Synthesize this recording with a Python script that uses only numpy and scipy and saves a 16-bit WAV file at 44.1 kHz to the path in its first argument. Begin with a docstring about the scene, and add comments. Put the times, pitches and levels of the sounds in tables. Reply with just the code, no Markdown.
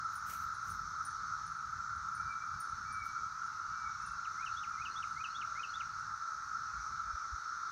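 """A mown field ringed by trees, heard from the middle: cicadas drone as beating tones and coloured noise.
Light wind rumbles on the microphone as low noise. Close by, a dog bolts through the grass and runs off:
crackling noise for the blades, low thuds for the gallop, decaying sine modes for its jingling collar tags.
A wren sings four quick phrases of gliding tones, smeared by leaves; farther off, among the trees,
other birds whistle, twitter and coo with a diffuse echo."""
import sys
import numpy as np
from scipy import signal
from scipy.fft import rfft, irfft, next_fast_len
from scipy.io import wavfile
from scipy.ndimage import uniform_filter1d, map_coordinates

SR = 44100
rng = np.random.default_rng(int(sys.argv[2]) if len(sys.argv) > 2 else 0)


def digitize_waveform(pressure):
    """Quantize a signal to 16-bit integers and store it at the path in sys.argv[1].

    Rows of a 2-D input are taken as channels; values are limited to [-1, 1].
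    """
    field = np.atleast_2d(pressure).T
    bounded = np.clip(field, -1, 1)
    quanta = np.round(bounded * 32767).astype(np.int16)
    wavfile.write(sys.argv[1], SR, quanta)


N = 340310  # length in samples

# Spectra give relative density; the noise made from them is scaled to rms 1.
# distant mass of droning cicadas: f/Hz, level/dB
DRONE_SPECTRUM = [(600, -66), (750, -43), (850, -24), (1000, -24), (1150, -12), (1250, -5.5), (1335, -0.5),
                  (1430, -7.5), (1500, -12.5), (1600, -20), (1680, -22.5), (1850, -29.5), (2400, -40.5),
                  (3200, -69)]
# higher, hissing cicadas: f/Hz, level/dB
HISS_SPECTRUM = [(2800, -36), (3300, -18.5), (3800, -9), (4400, -6), (4900, -10.5), (5300, -3), (5800, 0),
                 (6200, -1.5), (6700, -8), (7400, -21.5), (9000, -27), (10500, -43)]
# strength of the hiss, before a small trim: t/s, level/dB
HISS_LEVEL = [(0.1, -59.5), (1.33, -58.5), (1.58, -61), (4.47, -59), (7.6, -59)]
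# soft rush of the open air: f/Hz, level/dB
AIR_SPECTRUM = [(20, 0.5), (150, 2), (300, -2.5), (500, -5), (700, -4.5), (2000, -3), (3100, -11.5),
                (8000, -18.5), (10500, -25), (14500, -26), (15700, -31.5)]
# wind rumble on the microphone: f/Hz, level/dB
RUMBLE_SPECTRUM = [(15, -42), (30, -18.5), (52, 1.5), (100, 0.5), (170, -4.5), (240, -14.5), (350, -32.5),
                   (700, -51.5)]
# strength of the breeze, before trim and flutter: t/s, level/dB
WIND_LEVEL = [(0.0, -62), (3.11, -61), (3.37, -65), (6.06, -66), (6.28, -72), (6.77, -64), (7.35, -71),
              (7.72, -73.5)]
# eddies that hit the microphone: centre t/s, length/s, level/dB
BUFFETS = [(6.79, 0.093, -51.5), (7.08, 0.068, -54), (7.145, 0.024, -45.5), (7.34, 0.03, -48)]
# low thump of those eddies: f/Hz, level/dB
THUMP_SPECTRUM = [(15, -21), (35, -8), (55, 13), (90, -9), (200, -34), (500, -74)]
# paws tear through the grass: centre t/s, length/s, level/dB
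SCUFFS = [(.155, 0.076, -65.5), (0.322, 0.088, -50), (.695, 0.092, -61.5), (1.06, 0.072, -76),
          (3.06, .07, -70.5), (4.297, 0.075, -80)]
# rustling blades: f/Hz, level/dB
BLADE_SPECTRUM = [(100, -13), (700, -3.5), (2200, 4.5), (4000, -7), (6000, 4), (10500, -3),
                  (13500, 3), (15700, -2.5)]
# turf under the gallop: f/Hz, level/dB
TURF_SPECTRUM = [(60, -10), (220, 2), (380, 0.5), (520, -6), (700, 1), (1500, -10), (5000, -27), (9000, -46)]
# the collar is shaken and its tags strike: t/s, relative level/dB, hardness 0-1, ring f/Hz
JINGLES = [(.155, -54, .2, 9440), (.365, -62, 0.2, 9500), (0.542, -61, .3, 9400), (.702, -55.5, .8, 9520),
           (1.05, -46, 0.1, 9340), (1.461, -58, .15, 9400), (2.148, -54.5, 0.2, 9240),
           (2.601, -47, 0.8, 9250), (2.924, -54.5, .2, 9270), (3.054, -62, 0.2, 9510),
           (4.06, -57, 0.2, 9270), (5.986, -68.5, .1, 9550)]
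# ringing modes of the tags: ratio to the ring f, relative level/dB, t60/s
TAG_MODES = [(0.846, -30.5, .12), (.99, -3.5, 0.097), (1, 2.5, 0.12), (1.017, -6, .08), (1.036, -11, 0.15),
             (1.352, -24, 0.12), (1.56, -26.5, .13)]
# thin, faint buzzes: centre t/s, length/s, level/dB, f/Hz
BUZZES = [(1.832, .2, -73, 7170), (5.05, .35, -78.5, 8480)]
# a far bird's slurred whistles: t/s, length/s, pitch f/Hz, final fall f/Hz, relative level/dB
WHISTLES = [(2.165, 0.18, 2352, 45, -54.5), (2.841, 0.2, 2326, 80, -52), (3.7, .19, 2334, 121, -59),
            (4.637, 0.14, 2450, 160, -66.5)]
# bouts of faint twittering: t/s, length/s, pitch f/Hz, relative level/dB
TWITTERS = [(3.41, .45, 2790, -78), (3.986, .15, 2680, -69), (6.68, .1, 2400, -70), (6.917, .33, 2306, -73)]
# one falling coo: length/s, start f/Hz, middle f/Hz, end f/Hz
COO = (0.17, 685, 622, 586)
# decay of the echo from the trees: f/Hz, t60/s
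TREE_DECAY = [(300, 1), (2500, 0.81), (10000, 0.37)]
# the wren's syllables: t/s into the phrase, length/s, start f/Hz, middle f/Hz, end f/Hz, relative level/dB
PHRASE = [(-.002, .054, 1915, 2150, 2370, -8), (.045, .023, 2380, 2480, 2520, -5),
          (.083, .035, 3300, 2677, 2640, .5), (0.138, .036, 3960, 4280, 4540, -11.5),
          (.188, .038, 3300, 3480, 3980, -5), (.256, .029, 3350, 2470, 1900, -4)]
# whole phrases of the wren: t/s, relative level/dB
PHRASES = [(4.374, -49.5), (4.766, -47.5), (5.154, -46), (5.544, -45.5)]
# the song opens with only the last syllable of a phrase: phrase start t/s, relative level/dB
OPENING = (3.99, -52.5)

DRONE_DB, DRONE_DRIFT_DB = -42, 0.23  # gain of the drone mix, and its small random drift
SPRING_BACK_S, SPRING_LOSS_DB = 0.099, 14  # bent blades flick back after each scuff, ever weaker
BOLT_S, STRIDE_S, THUD_S = 0.314, 0.372, 0.085  # first push, time between pushes, length of each
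THUD_DB, RECEDE_DB = -65.5, 3  # first push against the turf, and the loss with each stride away
REBOUND_S, REBOUND_LOSS_DB = 0.047, 15  # shortest rebound gap of the tags; loss each time
SCOOP_HZ, SCOOP_S, SWELL_DB = 168, 0.02, 14  # whistle: initial scoop, its time constant, total swell
ACCENT_DB, ACCENT_S = 5, 0.024  # whistle: short accent, centred this long before the end
TWITTER_NOTE_S, TWITTER_SPREAD = 0.045, 0.03  # length of a note; scatter of pitch as a share
COO_FIRST_S, COO_EVERY_S, COO_DB = 5.42, 0.805, -74  # evenly repeated coos from the wood
RISE_DB_PER_OCTAVE = 11  # a bird's voice gains strength as its pitch climbs
TOP_HZ = 15740  # upper band limit of the recorder


def amp(db):
    """Decibels to gain."""
    return 10 ** (np.asarray(db) / 20)


def unit(x):
    """Scale to rms 1."""
    return x / np.sqrt(np.mean(x ** 2) + 1e-20)


def along(points, hz):
    """Interpolate (f/Hz, value) points on a log frequency axis."""
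    f, v = np.transpose(points)
    return np.interp(np.log(hz + 1), np.log(f + 1), v)


def curves(rows):
    """One value per sample for each column after the time."""
    s, *cols = np.transpose(rows)
    return [np.interp(np.arange(N) / SR, s, c) for c in cols]


def wobble(rate):
    """A smooth random curve, rate knots a second."""
    coarse = np.arange(0, N + 64, 64)
    knots = rng.standard_normal(int(N * rate / SR) + 4)
    values = map_coordinates(knots, [coarse * rate / SR], mode="nearest")
    return np.interp(np.arange(N), coarse, values)


def filtered(x, response):
    """Multiply the spectrum of x by a response of frequency."""
    m = next_fast_len(N + SR // 2)
    return irfft(rfft(x, m) * response(np.fft.rfftfreq(m, 1 / SR)), m)[:N]


def rush(spectrum, patchy_db):
    """Coloured noise of rms 1 with patches of random gain in time and frequency."""
    z = signal.stft(rng.standard_normal(N), nperseg=512)[2]
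    field = uniform_filter1d(rng.standard_normal(z.shape), size=5, axis=0)
    field = uniform_filter1d(field, size=16, axis=1)
    noise = signal.istft(z * amp(patchy_db * unit(field)), nperseg=512)[1][:N]
    return unit(filtered(noise, lambda hz: amp(along(spectrum, hz))))


def swells(rows):
    """A gain curve of bell-shaped swells (centre t/s, length/s, level/dB)."""
    t = np.arange(N) / SR
    return sum(amp(db) * np.exp(-(2 * (t - s) / length) ** 2) for s, length, db in rows)


def add(track, s, sound):
    """Mix a sound into a track at time s."""
    part = track[max(0, round(s * SR)):][:len(sound)]
    part += sound[:len(part)]


def rebounds(gap_s, loss_db, count):
    """A contact and its ever weaker repeats: (delay/s, level/dB)."""
    return [(k * gap_s, -k * loss_db) for k in range(count)]


def singers(centre_hz, spread_hz, waver_hz, swell_db, count):
    """The nearer cicadas: each abdomen rings at its own wavering pitch, and the tones beat together."""
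    total = np.zeros(N)
    for offset in np.linspace(-1, 1, count):
        hz = centre_hz + spread_hz * offset + waver_hz * (wobble(1.5) + wobble(35))
        cycles = np.cumsum(hz) / SR + rng.random()
        total += amp(swell_db * wobble(1.23)) * np.sin(2 * np.pi * cycles)
    return unit(total)


def cicadas():
    """Countless far voices blur into a drone behind the nearer ones; a second kind hisses above them."""
    near = singers(centre_hz=1332, spread_hz=42, waver_hz=17, swell_db=1.5, count=16)
    drone = amp(-0.72) * rush(DRONE_SPECTRUM, patchy_db=1.0) + amp(-6.0) * near
    drone_gain = amp(DRONE_DB + DRONE_DRIFT_DB * wobble(1.864))
    hiss_db, = curves(HISS_LEVEL)
    hiss = amp(hiss_db + 1.38) * rush(HISS_SPECTRUM, patchy_db=1.32)
    return drone_gain * drone + hiss


def wind():
    """A breeze rumbles on the microphone, with a few low thumps, over the soft rush of the open air."""
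    wind_db, = curves(WIND_LEVEL)
    flutter_db = 1.4 * wobble(14)
    rumble = amp(wind_db + 2.5 + flutter_db) * rush(RUMBLE_SPECTRUM, patchy_db=1.8)
    thumps = swells(BUFFETS) * rush(THUMP_SPECTRUM, patchy_db=1.5)
    air = amp(-68) * rush(AIR_SPECTRUM, patchy_db=2.5)
    return rumble + thumps + air


def grass():
    """Blades crackle under the paws and spring back; each gallop stride thuds on the turf, farther away."""
    crackle = unit(amp(3.5 * wobble(500) + 1.5 * wobble(70)))
    blades = rush(BLADE_SPECTRUM, patchy_db=1.5)
    turf = rush(TURF_SPECTRUM, patchy_db=1.5)
    scuffs = [(s + delay, length, db + rel_db) for s, length, db in SCUFFS
              for delay, rel_db in rebounds(SPRING_BACK_S, SPRING_LOSS_DB, count=3)]
    strides = [(BOLT_S + delay, THUD_S, THUD_DB + rel_db)
               for delay, rel_db in rebounds(STRIDE_S, RECEDE_DB, count=4)]
    return crackle * (swells(scuffs) * blades + swells(strides) * turf)


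def jostles(until_s, db, count):
    """Faint extra touches of the tags while the dog runs, at random times, in the form of JINGLES rows."""
    return [(until_s * when, db - 6 * soft, 0.1, 9250 + 300 * tag)
            for when, soft, tag in rng.random((count, 3))]


def collar():
    """Small metal tags ring anew on every contact and rebound; hard contacts add a tick and upper modes."""
    track, t = np.zeros(N), np.arange(SR // 5) / SR
    ratio, level, t60 = np.transpose(TAG_MODES)[:, :, None]
    upper = np.arange(len(TAG_MODES))[:, None] >= len(TAG_MODES) - 2  # the two highest modes
    decay = np.exp(-np.log(1000) * t / t60) * (1 - np.exp(-t / 0.0013))
    for s, db, hardness, ring_hz in JINGLES + jostles(until_s=4.8, db=-68.5, count=24):
        for delay, rel_db in rebounds(REBOUND_S, REBOUND_LOSS_DB, count=3):
            force = hardness * amp(rel_db)
            strength = amp(level + rng.normal(0, 2.8, ratio.shape) + 9 * force * upper)
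            cycles = ring_hz * ratio * t + rng.random(ratio.shape)
            ring = np.sum(strength * decay * np.sin(2 * np.pi * cycles), axis=0)
            tick = 0.55 * force * np.exp(-t / 0.008) * rng.standard_normal(len(t))
            contact_s = s + delay * rng.uniform(1.0, 1.2)
            add(track, contact_s, amp(db + rel_db - 2.0) * (ring + tick))
    # thin out everything below the ring
    return filtered(track, lambda hz: amp(along([(2000, -42), (7500, 0)], hz)))


def buzzes():
    """Brief high buzzes, narrow bands of noise, swell and fade above the chorus."""
    total = np.zeros(N)
    for s, length, db, hz in BUZZES:
        band = [(0.93 * hz, -35), (hz, 0), (1.15 * hz, -35)]
        total += swells([(s, length, db)]) * rush(band, patchy_db=2)
    return total


def notes(rows, edge):
    """Pure bird notes glide through three pitches, stronger when higher; edge = share spent fading."""
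    track = np.zeros(N)
    for s, length, start, middle, end, db in rows:
        u = np.linspace(0, 1, max(8, int(length * SR)))
        glide = np.polyfit([0, 0.5, 1], [start, middle, end], 2)
        hz = np.polyval(glide, u) * (1 + rng.normal(0, 0.0037))
        fade = signal.windows.tukey(len(u), np.clip(edge, 0.1, 1))
        shape = fade * amp(RISE_DB_PER_OCTAVE * np.log2(hz / middle))
        tone = np.sqrt(2) * np.sin(2 * np.pi * np.cumsum(hz) / SR)
        add(track, s, amp(db + rng.normal(0, 0.91)) * shape * tone)
    return track


def tree_echo(x):
    """The edge of the wood scatters a diffuse tail back over the field, its treble dying sooner."""
    hz, t, z = signal.stft(rng.standard_normal(SR), SR, nperseg=256)
    fade = amp(-60 * t / along(TREE_DECAY, hz)[:, None])
    tail = signal.istft(z * fade, SR, nperseg=256)[1]
    return signal.fftconvolve(x, tail / np.linalg.norm(tail))[:N]


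def whistler():
    """Each whistle scoops up, swells, and droops just as it is loudest."""
    track = np.zeros(N)
    for s, length, pitch_hz, fall_hz, db in WHISTLES:
        u = np.linspace(0, 1, int(length * SR))
        hz = pitch_hz - SCOOP_HZ * np.exp(-u * length / SCOOP_S) - fall_hz * u ** 3
        accent_db = ACCENT_DB * np.exp(-((1 - u) * length / ACCENT_S - 1) ** 2 * 2)
        shape = amp(db + SWELL_DB * (u - 1) + accent_db) * signal.windows.tukey(len(u), 0.2)
        add(track, s, np.sqrt(2) * shape * np.sin(2 * np.pi * np.cumsum(hz) / SR))
    return track


def twitters():
    """Runs of short notes, each sliding at random about the pitch of its bout."""
    rows = []
    for s, length, hz, db in TWITTERS:
        for delay in np.arange(0, length, TWITTER_NOTE_S):
            slide = rng.normal() + rng.normal() * np.linspace(-0.5, 0.5, 3)
            pitches = hz * (1 + TWITTER_SPREAD * slide)
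            rows.append((s + delay, TWITTER_NOTE_S, *pitches, db))
    return notes(rows, edge=0.9)


def far_birds():
    """Whistles, twitters and coos from within the trees, each trailing its echo."""
    calls = whistler() + twitters()
    coos = notes([(COO_FIRST_S + k * COO_EVERY_S, *COO, COO_DB) for k in range(3)], edge=0.48)
    echo = tree_echo(amp(-4.5) * calls + amp(-11.5) * coos)
    return amp(-1.0) * calls + coos + echo


def syllables(s, db, rows):
    """The notes of a phrase sung at time s and level db."""
    return [(s + delay, length, start, middle, end, db + rel_db)
            for delay, length, start, middle, end, rel_db in rows]


def foliage(x, spread_s, share):
    """Nearby leaves and trunks scatter a short smear that frays each note."""
    t = np.arange(SR // 8) / SR
    scatter = rng.standard_normal(len(t)) * np.exp(-t / spread_s)
    return x + share * signal.fftconvolve(x, scatter / np.linalg.norm(scatter))[:N]


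def wren():
    """One falling chirp, then a rolling phrase of gliding tones repeated, growing louder."""
    song = syllables(*OPENING, PHRASE[-1:])
    for s, db in PHRASES:
        song += syllables(s, db, PHRASE)
    voice = foliage(notes(song, edge=0.61), spread_s=0.022, share=0.33)
    return amp(0.06) * voice + amp(-16.0) * tree_echo(voice)


def scene():
    """Everything heard from the middle of the field, on one microphone."""
    dog = grass() + collar()
    birds = far_birds() + wren()
    return (cicadas() + wind() + dog + buzzes() + birds)[None]


def record(dry):
    """The recorder keeps nothing above its band limit."""
    return filtered(dry[0], lambda hz: hz < TOP_HZ)[None]


dry = scene()
out = record(dry)
digitize_waveform(out)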